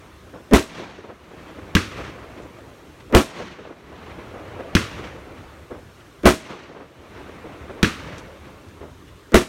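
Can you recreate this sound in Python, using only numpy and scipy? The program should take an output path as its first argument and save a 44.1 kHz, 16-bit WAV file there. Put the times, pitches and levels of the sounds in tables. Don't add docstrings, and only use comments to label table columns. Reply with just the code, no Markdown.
import sys
import numpy as np
from scipy import signal
from scipy.fft import rfft, irfft
from scipy.io import wavfile
from scipy.ndimage import uniform_filter1d

SR = 44100
rng = np.random.default_rng(int(sys.argv[2]) if len(sys.argv) > 2 else 0)


def output_pcm(signal):
    pcm = np.clip(np.atleast_2d(signal).T, -1, 1) * 32767
    wavfile.write(sys.argv[1], SR, np.round(pcm).astype(np.int16))


N = 418068
AGE = np.arange(round(1.2 * SR)) / SR
ECHO_AGE = np.arange(round(3.2 * SR)) / SR


def amp(db):
    return 10 ** (np.maximum(db, -300) / 20)


def curve_at(points, hz):
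    freqs, values = np.transpose(points)
    return np.interp(np.log(hz + 1), np.log(freqs + 1), values)


def add(mix, at_s, sound):
    start = round(at_s * SR)
    sound = sound[max(-start, 0):]
    part = mix[max(start, 0):][:len(sound)]
    part += sound[:len(part)]


def noise(colour, size):
    eq = amp(curve_at(colour, np.fft.rfftfreq(size, 1 / SR)))
    x = irfft(rfft(rng.standard_normal(size)) * eq, size)
    return x / x.std()


def moving_eq(x, gain_db):
    hz, t, spectrum = signal.stft(x, SR, nperseg=256)
    return signal.istft(spectrum * amp(gain_db(hz[:, None], t[None])), SR, nperseg=256)[1][:len(x)]


def lumps(size, per_s):
    return np.interp(np.arange(size) * per_s / SR, np.arange(4096), rng.standard_normal(4096))


def patchy(x, depth_db, across_hz=260, lasting_s=.05):
    hz, t, spectrum = signal.stft(x, SR, nperseg=1024)
    patches = rng.standard_normal(spectrum.shape)
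    patches = uniform_filter1d(patches, round(across_hz / hz[1]), axis=0, mode="wrap")
    patches = uniform_filter1d(patches, round(lasting_s / t[1]), axis=1, mode="wrap")
    patches = 2 * np.tanh(patches / patches.std() / 2)
    gain = amp(patches * depth_db / (1 + hz[:, None] / 4000))
    faded = signal.istft(spectrum * gain, SR, nperseg=1024)[1][:len(x)]
    return faded * x.std() / faded.std()


def hump(db, peak_s, rise_db_per_s, fall_db_per_s):
    past_peak = ECHO_AGE - peak_s
    return amp(db + np.minimum(rise_db_per_s * past_peak, -fall_db_per_s * past_peak))


def knocking(per_s=24, knock_s=.025, share=.33):
    arrivals = (rng.random(len(ECHO_AGE)) < per_s / SR) / (per_s * knock_s)
    knocks = signal.lfilter([1], [1, -np.exp(-1 / (knock_s * SR))], arrivals)
    return np.sqrt(1 - share + share * knocks)


def echo_wash(colour, envelope, air_db_per_khz_s=2.5, lumpy_db=1.5):
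    wash = patchy(noise(colour, len(ECHO_AGE)), depth_db=2.5)
    wash = moving_eq(wash, lambda hz, t: -air_db_per_khz_s * hz / 1000 * np.clip(t - .22, 0, 1))
    return wash * envelope * amp(lumpy_db * lumps(len(ECHO_AGE), per_s=90.04))


def thuds(faces, colour, lumpy_db=2.5):
    out = np.zeros(len(ECHO_AGE))
    t = AGE[:SR // 3]
    for delay, db, length, attack, tilt in faces:
        tilted = [(hz, level + tilt * np.log2(hz)) for hz, level in colour]
        thud = noise(tilted, len(t)) * amp(db + lumpy_db * lumps(len(t), per_s=180))
        add(out, delay, thud * (1 - np.exp(-t / attack)) * np.exp(-(t / length) ** 2))
    return out


# (frequency [Hz], level [dB])
RUMBLE_EQ = [(18, -34), (30, -11), (64, -.5), (113, 1.5), (145, -8.5), (307, -2), (544, -1), (732, -3),
             (1240, -9), (1630, -14.5), (2140, -13.5), (4860, -34), (7000, -49), (9100, -61), (15400, -120)]
BURST_WASH_EQ = [(18, -67), (30, -16), (69, -13), (185, -3), (222, -6.5), (355, -3.5), (415, -6.5),
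                 (881, -7.5), (1340, -12), (2250, -13.5), (3980, -20.5), (8250, -36), (15000, -50)]
BURST_THUD_EQ = [(30, -26), (75, -1), (140, -8), (320, 5.5), (570, 4), (900, -2.5), (1500, -9.5),
                 (3000, -23), (8000, -55)]
# (delay [s], level [dB], length [s], attack [s], tilt [dB/octave])
BURST_REFLECTORS = [(.24, -21.5, .05, .005, .5), (.437, -30, .035, .002, -.5), (.495, -30, .04, .003, 0),
                    (.543, -30, .045, .006, 0), (.765, -39, .045, .003, 0), (.945, -40, .022, .003, .5),
                    (1.04, -32.5, .013, .001, 0), (1.19, -35, .03, .003, -2), (1.443, -29.5, .024, .001, 0),
                    (1.82, -39, .13, .01, -.5), (2.553, -32.5, .068, .009, -1.4)]
def burst_echo():
    near = hump(db=-23.6, peak_s=.25, rise_db_per_s=35, fall_db_per_s=62)
    far = hump(db=-39.2, peak_s=.92, rise_db_per_s=28, fall_db_per_s=11.5)
    roll = hump(db=-37.7, peak_s=1.48, rise_db_per_s=16, fall_db_per_s=12)
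    rumble = patchy(noise(RUMBLE_EQ, len(roll)), depth_db=4) * roll * knocking()
    wash = echo_wash(BURST_WASH_EQ, np.hypot(near, far))
    return rumble + wash + thuds(BURST_REFLECTORS, BURST_THUD_EQ)


# (frequency [Hz], level [dB])
LIFT_WASH_EQ = [(18, -42), (30, -19), (65, 0.5), (154, -3), (211, -8.5), (312, -5.5), (511, -8.5),
                (629, -11), (774, -12.5), (1240, -11), (1370, -13.5), (2370, -14.5), (15000, -49)]
LIFT_THUD_EQ = [(30, -28), (75, 0), (300, -3), (700, -7), (1500, -4), (3000, -9), (8000, -30), (15000, -55)]
# (delay [s], level [dB], length [s], attack [s], tilt [dB/octave])
LIFT_REFLECTORS = [(.16, -34, .025, .004, 0), (.283, -37.5, .06, .006, -.8), (.61, -42, .05, .008, -2),
                   (1.245, -47, .025, .003, -.5)]
def lift_echo():
    near = hump(db=-35, peak_s=.23, rise_db_per_s=100, fall_db_per_s=50)
    far = hump(db=-50.5, peak_s=.6, rise_db_per_s=40, fall_db_per_s=17)
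    return echo_wash(LIFT_WASH_EQ, np.hypot(near, far)) + thuds(LIFT_REFLECTORS, LIFT_THUD_EQ)


# (frequency [Hz], level [dB])
NIGHT_EQ = [(12, -45), (28, -27), (45, -8), (70, 2), (120, -4.5), (200, -9), (350, -7), (550, -16),
            (800, -19.5), (1200, -16), (2000, -23), (3500, -25), (6000, -33.5), (10000, -35),
            (16000, -42.5)]
def night(db=-46):
    return amp(db) * patchy(noise(NIGHT_EQ, N), depth_db=4)


def crackle(per_s=25, db=-65, spread_db=3, decay_s=.003):
    sizes = amp(db + spread_db * np.minimum(rng.exponential(1, N), 2))
    triggers = rng.random(N) < per_s / SR
    colour = [(300, -15), (1500, 0), (4000, -2), (7500, -6), (15000, -16)]
    snap = noise(colour, 2048) * np.exp(-AGE[:2048] / decay_s)
    return signal.oaconvolve(sizes * triggers, snap)[:N]


def first_snap(db=-36.5, decay_s=.004):
    colour = [(200, -6), (900, 0), (2500, -7), (6000, -14), (15000, -26)]
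    return amp(db) * noise(colour, 2048) * np.exp(-AGE[:2048] / decay_s)


def shudder(length_s=.0235, rise_db=16):
    colour = [(25, -28), (60, 5), (130, -6), (220, 12), (380, 12.5), (600, 5), (900, -5),
              (2000, -9.5), (2800, -18.5), (4000, -35), (15000, -53)]
    t = AGE[:round(length_s * SR)]
    return noise(colour, SR)[:len(t)] * amp(rise_db * np.minimum(t / (.8 * length_s) - 1, 0))


def shock(colour):
    log_gain = np.log(amp(curve_at(colour, abs(np.fft.fftfreq(4096, 1 / SR)))))
    spectrum = np.exp(np.conj(signal.hilbert(log_gain)))
    spike = np.fft.ifft(spectrum).real[:2048]
    return spike / abs(spike).max()


def swell(peak_s):
    return AGE / peak_s * np.exp(1 - AGE / peak_s)


def levelled(bang, db):
    return bang * amp(db) / np.sqrt(uniform_filter1d(bang ** 2, size=200).max())


# (time [s], loudest dry level [dB], boom [dB], shudder [dB], hold [s], echo [dB], echo offset [s])
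BURST_CUES = [(-2.225, 10, -2, -12, .02, -1, 0), (.535, 9.5, -2, -10, 0.016, -1.2, .008),
              (3.149, 10.7, -.5, -7, 0.023, 1.3, -.002), (6.2563, 10.8, -4.5, -13.5, 0.0165, -.8, -.005),
              (9.3436, 11, -5, -16, 0.017, 0, 0)]
# (frequency [Hz], level [dB])
BLAST_EQ = [(25, -15.5), (55, 1), (110, 1), (165, -2), (230, 7.5), (380, 3), (650, -2.5), (800, -3),
            (1300, -5.5), (2000, -12), (4000, -19.3), (6300, -26.5), (10000, -26.5), (15500, -37)]
# (frequency [Hz], t60 [s])
BLAST_DECAY = [(100, 0.16), (400, 0.17), (1300, 0.16), (4000, .245), (8000, 0.28), (15000, 0.19)]
# (frequency [Hz], level [dB], t60 [s])
WALL_MODES = [(220, 2, 0.13), (242, 0, 0.1), (293, -.5, 0.15), (359, 4.5, 0.15), (390.3, -2.5, 0.15),
              (645, -13, 0.3), (672, 3.5, 0.081), (2000, -10, 0.099)]
def bursts(crack_db=-4.5, walls_db=-1, ragged_db=-1.5, ragged_per_s=450, boom_hz=61,
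           gather_db=6, clump_db=1.8):
    out = np.zeros(N)
    spike = shock([(40, -6), (300, 0), (1500, -1), (5000, -13), (15000, -29)])
    for at_s, db, boom_db, shudder_db, hold_s, echo_db, echo_offset_s in BURST_CUES:
        blast = moving_eq(noise(BLAST_EQ, len(AGE)),
                          lambda hz, t: -60 * np.maximum(t - hold_s, 0) / curve_at(BLAST_DECAY, hz))
        attack_db = gather_db * np.minimum(AGE / (.79 * hold_s) - 1, 0)
        blast *= amp(attack_db + clump_db * lumps(len(AGE), per_s=420))
        add(blast, 0, amp(crack_db) * spike)
        polarity = rng.choice([-1, 1], len(AGE))
        reflections = polarity * (rng.random(len(AGE)) < ragged_per_s / SR) * swell(peak_s=.017)
        add(blast, 0, amp(ragged_db) * signal.oaconvolve(reflections, spike))
        blast += amp(walls_db) * ring(WALL_MODES, attack_s=.0043, detune=.0054)
        boom = amp(boom_db) * swell(peak_s=.0095) * np.sin(2 * np.pi * boom_hz * AGE)
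        add(out, at_s, levelled(blast + boom, db))
        add(out, at_s + echo_offset_s, amp(echo_db) * burst_echo())
        lead_in = amp(shudder_db) * shudder()
        lead_in_s = at_s - len(lead_in) / SR
        add(out, lead_in_s, lead_in)
        add(out, lead_in_s, first_snap())
    return out


def ring(modes, attack_s, detune):
    out = np.zeros(len(AGE))
    for hz, db, t60 in modes:
        pitch_hz = hz * (1 + detune * rng.standard_normal())
        out += amp(db - 60 * AGE / t60) * np.sin(2 * np.pi * pitch_hz * AGE)
    return out * (1 - np.exp(-AGE / attack_s))


# (time [s], level [dB])
TICK_CUES = [(1.431, -52), (2.4225, -41), (3.686, -46), (4.394, -51), (4.479, -49), (8.1824, -31),
             (8.687, -44)]
def ticks(tail_db=-15, tail_s=.017):
    out = np.zeros(N)
    colour = [(300, -18), (2000, -4), (4000, 8), (7500, 2), (11000, -7), (15000, -33)]
    for at_s, db in TICK_CUES:
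        add(out, at_s, amp(db) * shock(colour))
        add(out, at_s, amp(db + tail_db) * noise(colour, len(AGE)) * np.exp(-AGE / tail_s))
    return out


# (time [s], level [dB], echo [dB])
LIFT_CUES = [(-.955, 0, -4), (1.7518, 0.5, 0), (4.7516, 1.5, 0), (7.8298, 0.8, -1.5)]
# (frequency [Hz], level [dB])
CRACK_EQ = [(100, -38), (700, -5), (1500, 2), (2600, 3.5), (4000, -0.5), (6300, -10.5), (10000, -20),
            (15500, -24)]
YARD_EQ = [(30, -24), (80, 11), (130, 4), (300, 7), (500, -2.5), (750, -14), (1200, -3.5), (1800, -8),
           (2600, -10), (4000, -14.5), (6300, -21), (10000, -25.5), (15500, -42)]
# (frequency [Hz], t60 [s])
YARD_DECAY = [(100, 0.33), (500, 0.2), (1500, 0.42), (4000, 0.46), (8000, 0.36), (15000, 0.4)]
# (delay [s], level [dB], smear [s])
SLAPBACKS = [(0, -12.5, 0.00028), (.0019, 1, 0.0025), (.007, -29, .002), (0.016, -16, 0.0088)]
# (frequency [Hz], level [dB], t60 [s])
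TUBE_MODES = [(63, -35.5, .14), (89.5, -11, 0.12), (185, -3.5, 0.052), (215, -14, .08),
              (257.5, -16.5, 0.145), (316, -15, 0.13), (1235, -29, 0.19), (2460, -24, 0.11),
              (2640, -31, 0.16), (3345, -28, 0.17), (5950, -42, 0.09)]
HOLLOW_MODES = [(1530, -11, 0.016), (1660, -9, 0.022), (1925, -20, 0.067), (2700, -22, 0.04)]
def lifts(crack_db=-1.5, scatter_db=-18.3, thump_db=.7, slap_db=-10, hollow_db=1, wall_s=.0155):
    out = np.zeros(N)
    shared_paths = noise(YARD_EQ, len(AGE))
    for at_s, db, echo_db in LIFT_CUES:
        scatter = .92 * shared_paths + .88 * noise(YARD_EQ, len(AGE))
        shot = amp(scatter_db) * moving_eq(scatter, lambda hz, t: -60 * t / curve_at(YARD_DECAY, hz))
        add(shot, 0, -amp(crack_db) * shock(CRACK_EQ))
        for delay_s, path_db, smear_s in SLAPBACKS:
            slap = noise(CRACK_EQ, len(AGE)) * np.exp(-AGE / smear_s)
            add(shot, delay_s, amp(slap_db + path_db) * slap)
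        add(shot, .0008, -amp(thump_db) * ring(TUBE_MODES, attack_s=.00097, detune=.0024))
        add(shot, wall_s, amp(hollow_db) * ring(HOLLOW_MODES, attack_s=.0005, detune=.019))
        add(out, at_s, amp(db) * shot)
        add(out, at_s, amp(echo_db) * lift_echo())
    return out


def scene():
    return (lifts() + bursts() + ticks() + crackle() + night())[None]


# (frequency [Hz], width [Hz], level [dB])
MIC_EQ = [(798, 220, -3.5), (4920, 174, -2.5), (6140, 870, 3), (10470, 500, -5)]
def record(dry, threshold_db=-5, release_db_per_s=16, knee=.65, ceiling=.96, cutoff_hz=16000):
    hz = np.fft.rfftfreq(N, 1 / SR)
    mic_db = sum(db * np.exp(-((hz - centre) / width) ** 2) for centre, width, db in MIC_EQ)
    coloured = irfft(rfft(dry) * amp(mic_db), N)
    level_db = 10 * np.log10(abs(uniform_filter1d(coloured[0] ** 2, size=200)) + 1e-12)
    release_db = np.arange(N) / SR * release_db_per_s
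    held_db = np.maximum.accumulate(level_db + release_db) - release_db
    duck_db = np.maximum(held_db - threshold_db, 0)
    duck_db = np.pad(duck_db, (70, 0))[:N]
    ducked = coloured / amp(uniform_filter1d(duck_db, size=40))
    clean = np.clip(ducked, -knee, knee)
    rounded = clean + (ceiling - knee) * np.tanh((ducked - clean) / (ceiling - knee))
    low_pass = signal.firwin(511, cutoff_hz, window=("kaiser", 9), fs=SR)
    return signal.oaconvolve(rounded, low_pass[None], "same")


dry = scene()
out = record(dry)
output_pcm(out)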